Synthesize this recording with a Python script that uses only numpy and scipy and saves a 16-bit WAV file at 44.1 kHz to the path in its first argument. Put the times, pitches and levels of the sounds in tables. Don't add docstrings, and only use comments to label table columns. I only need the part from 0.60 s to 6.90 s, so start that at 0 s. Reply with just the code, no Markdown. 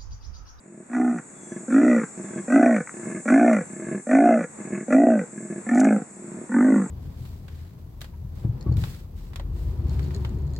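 import sys
import numpy as np
from scipy import signal
from scipy.fft import rfft, irfft, next_fast_len
from scipy.io import wavfile
from scipy.ndimage import uniform_filter1d, map_coordinates

SR = 44100
rng = np.random.default_rng(int(sys.argv[2]) if len(sys.argv) > 2 else 0)


def store_wav(level_fs):
    pcm = np.round(np.clip(np.atleast_2d(level_fs), -1, 1) * 32767)
    wavfile.write(sys.argv[1], SR, pcm.T.astype(np.int16))


N = 277830

# (time [s], level [dB])
INSECT_LEVELS = [(0, -49), (1.3, -45.5), (2.5, -43.5), (3.3, -46), (4.2, -47.5), (5.1, -47), (6.3, -47.5)]
# (frequency [Hz], relative level [dB])
INSECT_SPECTRUM = [(2820, -44), (4800, -31), (5000, -31), (7070, -5), (7550, 0), (8110, -2.5), (10900, -29),
                   (14200, -66.5), (22000, -120)]
# (frequency [Hz], relative level [dB])
INSECT_SINGERS = [(6898, 3.5), (7150, -4.5), (7257, 3), (7352, -9.5), (7567, -13), (7690, -5.5), (7818, 2),
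                  (8011, -1), (8518, -12.5), (8741, -6.5)]
# (frequency [Hz], relative level [dB])
OPEN_AIR_SPECTRUM = [(20, -17.5), (60, -21), (110, -5), (200, 4.5), (400, -3), (700, -6.5), (1100, -9),
                     (2200, -13.5), (2700, -21.5), (3050, -40), (3500, -29), (4600, -33), (5100, -47),
                     (9000, -57), (15000, -83.5)]
# (frequency [Hz], likeness [-1 to 1])
EAR_LIKENESS = [(25, .6), (70, 0.59), (200, 1), (550, 0.19), (1100, 0.1), (2400, 0.11), (5000, 0.3),
                (8000, 0.66), (11000, .7)]
# (start [s], length [s], flutter level [dB], air level [dB], rise to the crest [dB])
SNORES = [(.058, .17, -34, -58, 4), (0.667, 0.39, -40.5, -61, 14.5), (1.548, 0.25, -35.5, -49.5, 17),
          (2.34, 0.26, -32, -46.5, 8.5), (3.101, 0.29, -29.5, -45, 11.5), (3.988, 0.24, -29.5, -46, 12.5),
          (4.73, 0.28, -32, -52, 9), (5.511, 0.33, -35, -59, 12)]
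# (frequency [Hz], relative level [dB])
FLUTTER_SPECTRUM = [(41, -62.5), (70, -36), (161, -3), (182, -4), (195, 6), (297, -12), (347, 1.5),
                    (411, -12), (475, -15.5), (567, -21), (627, -10), (774, -39), (1000, -50.5),
                    (1300, -67.5), (2200, -120)]
# (frequency [Hz], relative level [dB])
SNORE_AIR_SPECTRUM = [(500, -51.5), (850, -12.5), (1010, -17.5), (1100, -3), (1410, -16), (1520, -5),
                      (1720, 7), (1850, -13), (2160, 1), (2340, -14.5), (2610, -9), (2860, -31.5),
                      (2980, -49), (3100, -44.5), (4030, -64), (6820, -120)]
# (frequency [Hz], time to fall 60 dB [s])
BUSH_DECAY = [(200, 0.12), (2000, 0.23), (8000, 0.025)]
# (first pulse [s], length [s], throat level [dB], mouth level [dB], rasp level [dB],
# rasp drop over the grunt [dB], rasp tilt [dB per octave], nose level [dB], opening bark [dB],
# moment the mouth is loudest [share of grunt], throat base pitch [Hz], mouth base pitch [Hz],
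# pulse rate at the start, at the crest, at the end [pulses per s])
GRUNTS = [ (0.297, 0.3, -14.5, -31.5, -35, 4.5, -9.5, -31.5, 3, 0.43, 274.2, 715, 58.5, 62.3, 56.9),
          (1.08, .365, -13.5, -22.5, -31.5, -5, -2, -40.5, -1, 0.73, 286.5, 616, 42.7, 61.43, 52.8),
          (1.8788, .34, -12.5, -16, -28.5, -2, 1, -30, -1.5, 0.56, 279.3, 664, 44.25, 61.46, 38.9),
          (2.6551, 0.37, -13, -16.5, -28.5, -1.5, -0.5, -31.5, 0.5, 0.63, 279.5, 672, 40.04, 60.24, 38.9),
          (3.4681, .38, -14.5, -14, -30, -3.5, 1.5, -31, 4, 0.65, 285, 687, 44.67, 58.92, 60.97),
          (4.2808, .355, -13, -15.5, -36, -1, 4.5, -31.5, 8, 0.57, 282.8, 658, 42.41, 59.64, 40.7),
          (5.0641, 0.36, -15.5, -26, -34.5, 5.5, 3, -30.5, -2.5, 0.69, 263.4, 621, 38.5, 54.05, 52.6),
          (5.8923, .38, -15, -29, -32.5, 1.5, -2.5, -40, 2.5, 0.57, 265, 590, 37.45, 53.02, 45.8)]
# (base frequency [Hz], width [Hz], relative level [dB])
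MUZZLE_RESONANCES = [(977, 130, -6.5), (1233, 77, 0), (1480, 96, 0), (1758, 69, 2.5), (1955, 86, 0.5),
                     (2348, 230, 4.5)]
# (frequency [Hz], relative level [dB])
RASP_SPECTRUM = [(500, -54.5), (850, -10.5), (1070, -10), (1210, -6), (1460, 4), (1620, -5), (1940, -1.5),
                 (2510, -13), (2980, -31), (3200, -52.5), (4160, -76), (7040, -120)]
# (frequency [Hz], relative level [dB])
SPRAY_SPECTRUM = [(2800, -40), (3050, -15.5), (3450, -4), (4100, -16), (4600, -7), (5050, -29), (5700, 3),
                  (6800, 5), (9000, -2), (11000, -17.5), (13000, -48.5)]
THROAT_ARCH = (0.4, 0.797, 0.602)
MOUTH_ARCH = (0.45, 0.817, .7)
# (attack [s], rise [dB], release [s], fall [dB])
THROAT_SHAPE = (0.071, 18.3, 0.13, 17.4)
RASP_SHAPE = (0.034, 17.5, 0.14, 10.5)
NOSE_SHAPE = (0.083, 18, 0.21, 17)
RUSTLE_SHAPE = (.015, 20, .02, 15)
# (time [s], strength [dB])
STALK_SNAPS = [(.3544, -38), (2.7436, -21), (5.1474, -16.5), (5.1557, -28), (5.182, -16.5), (5.1975, -9.5),
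               (5.2026, -7), (5.2446, -14.5), (5.2538, -21)]
# (start [s], length [s], level before colouring [dB])
GRASS_RUSTLE = (5.135, 0.1, -47.5)
# (frequency [Hz], relative level [dB])
STALK_SPECTRUM = [(1000, -38), (2500, -13), (4000, -18.5), (5500, -9), (7000, 7.5), (9000, -9.5),
                  (12000, -26.5), (15500, -48)]
# (time [s], strength [dB])
THROAT_CATCHES = [(0.584, -9), (1.44, -15), (2.1631, 1.5), (2.205, -22), (2.6863, -3), (2.741, -8),
                  (2.931, 4), (2.9648, -1.5), (3.008, -13), (3.513, -3.5), (3.827, -14), (4.5917, -8),
                  (5.245, -1.5), (5.948, -14), (6.006, -2.5)]
# (start [s], length [s], start pitch [Hz], end pitch [Hz], level before flicker [dB])
BIRD_WHISTLES = [(0.742, 0.28, 3500, 3350, -64.5), (0.8, 0.21, 6400, 5930, -54),
                 (1.113, 0.16, 3640, 3240, -65), (1.634, 0.24, 3580, 3290, -66)]
# (time [s], knock strength [dB], rasp strength [dB])
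PALATE_FLAPS = [(0.919, -2.5, -21.5), (.962, -4, -20), (1.575, -6, -28), (1.597, -2.5, -32),
                (1.644, -3.5, -23), (1.759, -1, -29), (1.78, -1.5, -12.5), (1.8, -9.5, -35),
                (2.47, -2, -19), (2.51, -5.5, -15), (2.559, -5, -13.5), (3.245, -16, -19.5),
                (3.326, 2, -19), (3.357, -2, -39), (4.002, -5.5, -23), (4.13, 3, -13.5),
                (4.146, -10.5, -10), (4.777, -7, -18), (4.906, -3.5, -22.5)]
# (time [s], strength [dB])
MOUTH_CLICKS = [(2.273, -14), (2.2927, -14), (4.178, -16), (4.2048, -20)]
# (frequency [Hz], gain [dB])
BEHIND_SHADING = [(500, -0.5), (700, -3.5), (930, 4.5), (1300, -4), (1900, -6), (2400, -17), (6000, -13)]

OPEN_AIR_DB = -45.5
SNORE_CREST, SNORE_FALL_DB = 0.87, 4.5
BEAT_CREST = 0.55
MOUTH_RISE_DB, MOUTH_FALL_DB = 19, 20
BARK_S, BARK_WIDTH_S = 0.052, 0.021
RASP_GAPE_LIFT = 0.07
TURN_S, TURN_LENGTH_S = 5.22, 0.53
THRESHOLD_DB, RECOVERY_DB_PER_S = -15, 20
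GAIN_ATTACK_S, LISTEN_S = 0.016, 0.025
FADE_FROM, FADE_S = 0.25, 1.0
TOP_HZ = 15700


def amp(db):
    return 10 ** (np.asarray(db) / 20)


def unit(x):
    return x / np.sqrt(np.mean(x ** 2) + 1e-20)


def clock():
    return np.arange(N) / SR


def along(points, hz):
    f, v = np.transpose(points)
    return np.interp(np.log(hz + 1), np.log(f + 1), v)


def curves(rows, t):
    s, *columns = np.transpose(rows)
    return [np.interp(t, s, column) for column in columns]


def wobble(rate, n):
    points = rng.standard_normal(int(n * rate / SR) + 4)
    return map_coordinates(points, [np.arange(n) * rate / SR])


def arch(u, crest, first, top, last, power=2):
    crest = np.clip(crest, 0.05, 0.95)
    before = np.maximum(1 - u / crest, 0)
    after = np.maximum((u - crest) / (1 - crest), 0)
    return top + (first - top) * before ** power + (last - top) * after ** power


def envelope(age, length, shape):
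    attack, rise_db, release, fall_db = shape
    rising = rise_db * np.maximum(1 - age / attack, 0)
    falling = fall_db * np.maximum(1 + (age - length) / release, 0) ** 2
    return -rising - falling


def colour(x, spectrum, size=8192):
    gain = np.maximum(amp(along(spectrum, np.fft.rfftfreq(size, 1 / SR))), 1e-6)
    cepstrum = irfft(np.log(gain))
    cepstrum[1:size // 2] *= 2
    cepstrum[size // 2 + 1:] = 0
    ring = irfft(np.exp(rfft(cepstrum)))
    return signal.fftconvolve(x, ring / np.linalg.norm(ring))[:len(x)]


def band(x, low_hz, high_hz, order):
    return signal.sosfilt(signal.butter(order, [low_hz, high_hz], "band", fs=SR, output="sos"), x)


def resonate(x, hz, width_hz):
    turn = np.exp(2j * np.pi * np.cumsum(hz) / SR)
    ringing = signal.lfilter([1], [1, -np.exp(-np.pi * width_hz / SR)], x / turn)
    return (turn * ringing).imag


def strikes(times, sizes, n):
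    places = np.clip(np.round(times * SR).astype(int), 0, n)
    return np.bincount(places, sizes, n + 1)[:n]


def puffs(pulses, life):
    gate = signal.lfilter([1], [1, -np.exp(-1 / (life * SR))], pulses)
    return gate * rng.standard_normal(len(pulses)) * np.sqrt(2 / (life * SR))


def level(x, db, span=0.053):
    window = np.hanning(int(span * SR))
    power = np.abs(signal.fftconvolve(x * x, window / window.sum(), "same"))
    return amp(db) * x / np.sqrt(power + power.mean() / 500)


def stretch(start, length, lead=0.015, tail=0.019):
    first = max(int((start - lead) * SR), 0)
    last = min(int((start + length + tail) * SR), N)
    t = np.arange(first, last) / SR
    return t, np.interp(t - start, [-lead, 0, length, length + tail], [0, 1, 1, 0])


def add(track, t, sound):
    track[round(t[0] * SR):][:len(sound)] += sound


def spread(spectrum, lead=0.000016):
    hz = np.fft.rfftfreq(N, 1 / SR)
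    turn = np.arccos(np.clip(along(EAR_LIKENESS, hz), -1, 1)) / 2
    noise = rfft(rng.standard_normal((2, N))) * amp(along(spectrum, hz))
    mid, side = noise * [np.cos(turn), np.sin(turn)]
    right = (mid - side) * np.exp(-2j * np.pi * hz * lead)
    return unit(irfft(np.array([mid + side, right]), N))


def patchy(x, depth_db, size=2048):
    z = signal.stft(x, nperseg=size)[2]
    field = rng.standard_normal(z.shape[1:])
    field = uniform_filter1d(uniform_filter1d(field, size=2, axis=0), size=30, axis=1)
    return unit(signal.istft(z * amp(depth_db * unit(field)), nperseg=size)[1][:, :N])


def insects(waver_hz=22, singers_db=-10):
    singers = 0
    for hz, db in INSECT_SINGERS:
        phase = 2 * np.pi * np.cumsum(hz + waver_hz * wobble(110, N)) / SR
        loudness_db = db + 5.1 * wobble(1.4, N) + 1.8 * wobble(30, N)
        singers = singers + amp(loudness_db) * np.sin(phase)
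    hiss = patchy(spread(INSECT_SPECTRUM), depth_db=4.0) * amp(0.14 * wobble(40, N))
    chorus = hiss + amp(singers_db) * unit(singers)
    return chorus * amp(curves(INSECT_LEVELS, clock())[0]) * amp([[0.7], [-0.7]])


def open_air():
    return spread(OPEN_AIR_SPECTRUM) * amp(OPEN_AIR_DB + 2.6 * wobble(6.9, N))


def snore(row, rate=38, unevenness=0.26, wander=0.015):
    start, length, flutter_db, air_db, swell_db = row
    t, gate = stretch(start, length, tail=0.022)
    n = len(t)
    draw_db = arch((t - start) / length, SNORE_CREST, -swell_db, 0, -SNORE_FALL_DB, power=1.35)
    gap_chance, size_chance = rng.standard_normal((2, 32))
    gaps = np.exp(unevenness * gap_chance) / rate
    times = start - t[0] + np.cumsum(gaps) - gaps[0]
    pulses = strikes(times, amp(3.7 * size_chance), n)
    flutter = colour(pulses + 0.3 * puffs(pulses, life=0.01), FLUTTER_SPECTRUM)
    rush = puffs(pulses, life=0.007) + 0.009 * rng.standard_normal(n)
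    whistle_hz = np.linspace(1770, 1640, n) * (1 + wander * wobble(23, n))
    whistle = resonate(rush, whistle_hz, width_hz=24)
    air = unit(colour(rush, SNORE_AIR_SPECTRUM)) + 0.16 * unit(whistle)
    return t, gate * (level(flutter, flutter_db + draw_db) + level(air, air_db + draw_db))


def bush(x):
    hz, t, z = signal.stft(rng.standard_normal((2, SR // 2)), SR, nperseg=256)
    decay = amp(-60 * t / along(BUSH_DECAY, hz)[:, None])
    tail = signal.istft(z * decay, SR, nperseg=256)[1]
    scattered = band(x, 350, 12000, order=2)[None]
    shared, other = signal.fftconvolve(scattered, tail / np.linalg.norm(tail[0]), axes=1)[:, :N]
    return np.array([shared + 0.2 * other, shared - 0.095 * other])


def throat_tone(pulses, age, throat_hz):
    gape = np.interp(age, [0.07, 0.14, 0.2, 0.32], [0.042, 0.61, 0.64, 1.0])
    flow = pulses + 0.17 * puffs(pulses, life=0.008) + 0.0018 * rng.standard_normal(len(pulses))
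    tone = resonate(flow, throat_hz * (1 - 0.079 * gape), width_hz=17.4)
    tone = resonate(tone, throat_hz * (1.344 + 0.3 * gape), width_hz=250)
    return band(tone, 207, 446, order=3)


def mouth_tone(pulses, mouth_hz):
    hoarse_flow = pulses + 0.27 * puffs(pulses, life=0.006)
    tone = resonate(hoarse_flow, mouth_hz * 1.0436, width_hz=28.6)
    return band(resonate(tone, mouth_hz * 0.86, width_hz=122), 430, 880, order=3)


def nose_tone(pulses):
    return band(pulses + 0.5 * puffs(pulses, life=0.012), 697, 781, order=2)


def muzzle_rasp(bursts, u, tilt_db, wander=0.049, tear_life=0.0051):
    n = len(bursts)
    tear = 0.45 * bursts + puffs(bursts, life=tear_life) + 0.01 * rng.standard_normal(n)
    muzzle = 0.2 * unit(tear)
    lift = arch(u, MOUTH_ARCH[0], 1, 1 + RASP_GAPE_LIFT, 0.99) - RASP_GAPE_LIFT / 2
    for hz, width_hz, db in MUZZLE_RESONANCES:
        drift = lift + wander * wobble(8, n)
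        tilted_db = db + tilt_db * np.log2(hz / 1500)
        muzzle = muzzle + 0.5 * amp(tilted_db) * unit(resonate(tear, hz * drift, width_hz))
    return colour(muzzle, RASP_SPECTRUM)


def grunt(row, unsteady_db=1.57, scatter_db=2.3):
    (first, length, throat_db, mouth_db, rasp_db, sag_db, tilt_db, nose_db, bark_db,
     loudest, throat_hz, mouth_hz, *rates) = row
    t, gate = stretch(first, length)
    n, age = len(t), t - first
    u = age / length
    bark = bark_db * np.exp(-((age - BARK_S) / BARK_WIDTH_S) ** 2)
    throat_db = throat_db + envelope(age, length, THROAT_SHAPE)
    mouth_db = mouth_db + bark + arch(u, loudest, -MOUTH_RISE_DB, 0, -MOUTH_FALL_DB, power=1.35)
    rasp_db = rasp_db + bark - sag_db * (u - 0.5) + envelope(age, length, RASP_SHAPE)
    rasp_db = rasp_db + unsteady_db * wobble(24, n)
    nose_db = nose_db + envelope(age, length, NOSE_SHAPE)
    jaw_u = np.minimum(u, 1)
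    throat_hz = throat_hz * arch(jaw_u, THROAT_ARCH[0], THROAT_ARCH[1], 0.99, THROAT_ARCH[2], power=2.21)
    mouth_hz = mouth_hz * arch(jaw_u, MOUTH_ARCH[0], MOUTH_ARCH[1], 0.99, MOUTH_ARCH[2], power=1.8)
    cycles = np.cumsum(arch(u, BEAT_CREST, *rates) * (age >= 0) * (u <= 1)) / SR
    pulse_ages = np.maximum(age[np.searchsorted(cycles, np.arange(int(cycles[-1]) + 1))], 0)
    ragged = np.clip(np.abs(pulse_ages - 0.18) / 0.16, 0, 1) ** 3
    time_chance, size_chance, burst_chance = rng.standard_normal((3, len(pulse_ages)))
    times = first - t[0] + pulse_ages + (0.00007 + 0.0003 * ragged) * time_chance
    sizes = amp((1.6 + 2 * ragged) * size_chance)
    pulses = strikes(times, sizes, n)
    bursts = strikes(times, sizes * amp(scatter_db * burst_chance), n)
    throat = level(throat_tone(pulses, age, throat_hz), throat_db)
    mouth = level(mouth_tone(pulses, mouth_hz), mouth_db)
    nose = level(nose_tone(pulses), nose_db)
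    rasp = level(muzzle_rasp(bursts, u, tilt_db), rasp_db)
    spray = level(colour(puffs(bursts, life=0.013), SPRAY_SPECTRUM), rasp_db - 20.5)
    return t, gate * (throat + mouth + nose + rasp + spray)


def stalks(snaps_per_s=900, scatter_db=5):
    s, db = np.transpose(STALK_SNAPS)
    start, length, rustle_db = GRASS_RUSTLE
    fibres = (rng.random(N) < snaps_per_s / SR) * amp(scatter_db * rng.standard_normal(N))
    rustle_db = rustle_db + envelope(clock() - start, length, RUSTLE_SHAPE)
    rustle = unit(puffs(fibres, life=0.001)) * amp(rustle_db)
    snaps = puffs(strikes(s, amp(db), N), life=0.0038)
    return colour(rustle + snaps, STALK_SPECTRUM)


def catches():
    s, db = np.transpose(THROAT_CATCHES)
    tear = puffs(strikes(s, amp(db), N), life=0.0051)
    return colour(tear, RASP_SPECTRUM) + amp(-19.5) * colour(tear, SPRAY_SPECTRUM)


def bird():
    song = np.zeros(N)
    for s, length, start_hz, end_hz, db in BIRD_WHISTLES:
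        u = np.clip((clock() - s) / length, 0, 1)
        hz = end_hz + (start_hz - end_hz) * (1 - u) ** 2 + 40 * wobble(260, N)
        swell = np.minimum(u * 10, 1) * np.sqrt(1 - u)
        flicker = amp(3.6 * wobble(67, N) + 0.5)
        song += amp(db) * swell * flicker * np.sin(2 * np.pi * np.cumsum(hz) / SR)
    return song


def flaps():
    s, knock_db, rasp_db = np.transpose(PALATE_FLAPS)
    knock = colour(strikes(s, amp(knock_db), N), FLUTTER_SPECTRUM)
    rasp = colour(puffs(strikes(s, amp(rasp_db), N), life=0.013), SNORE_AIR_SPECTRUM)
    return knock + rasp


def mouth_clicks():
    s, db = np.transpose(MOUTH_CLICKS)
    return colour(puffs(strikes(s, amp(db), N), life=0.0018), RASP_SPECTRUM)


def leopard():
    voice = flaps() + mouth_clicks() + catches()
    for row in SNORES:
        add(voice, *snore(row))
    for row in GRUNTS:
        add(voice, *grunt(row))
    shading = amp(along(BEHIND_SHADING, np.fft.rfftfreq(N, 1 / SR)))
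    shaded = irfft(rfft(voice) * shading, N)
    turned = np.clip((clock() - TURN_S) / TURN_LENGTH_S, 0, 1)
    return (1 - turned) * voice + turned * shaded


def lag(x, time):
    keep = np.exp(-1 / (time * SR))
    return signal.lfilter([1 - keep], [1, -keep], x)


def gain_control(x):
    loudness_db = 10 * np.log10(lag(np.mean(x * x, axis=0), LISTEN_S) + 1e-12)
    over_db = np.maximum(loudness_db - THRESHOLD_DB, 0)
    recovery = RECOVERY_DB_PER_S * clock()
    cut_db = np.maximum.accumulate(over_db + recovery) - recovery
    return x * amp(-lag(cut_db, GAIN_ATTACK_S))


def scene():
    cat = leopard()
    front = (cat + stalks() + bird()) * amp([[-0.15], [0.15]])
    echo = amp(-14.5) * bush(cat)
    return front + echo + insects() + open_air()


def record(dry):
    sound = gain_control(dry) * np.interp(clock(), [0, FADE_S], [FADE_FROM, 1])
    size = next_fast_len(N + SR // 2)
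    kept = np.fft.rfftfreq(size, 1 / SR) < TOP_HZ
    return irfft(rfft(sound, size) * kept, size)[:, :N]


dry = scene()
out = record(dry)
store_wav(out)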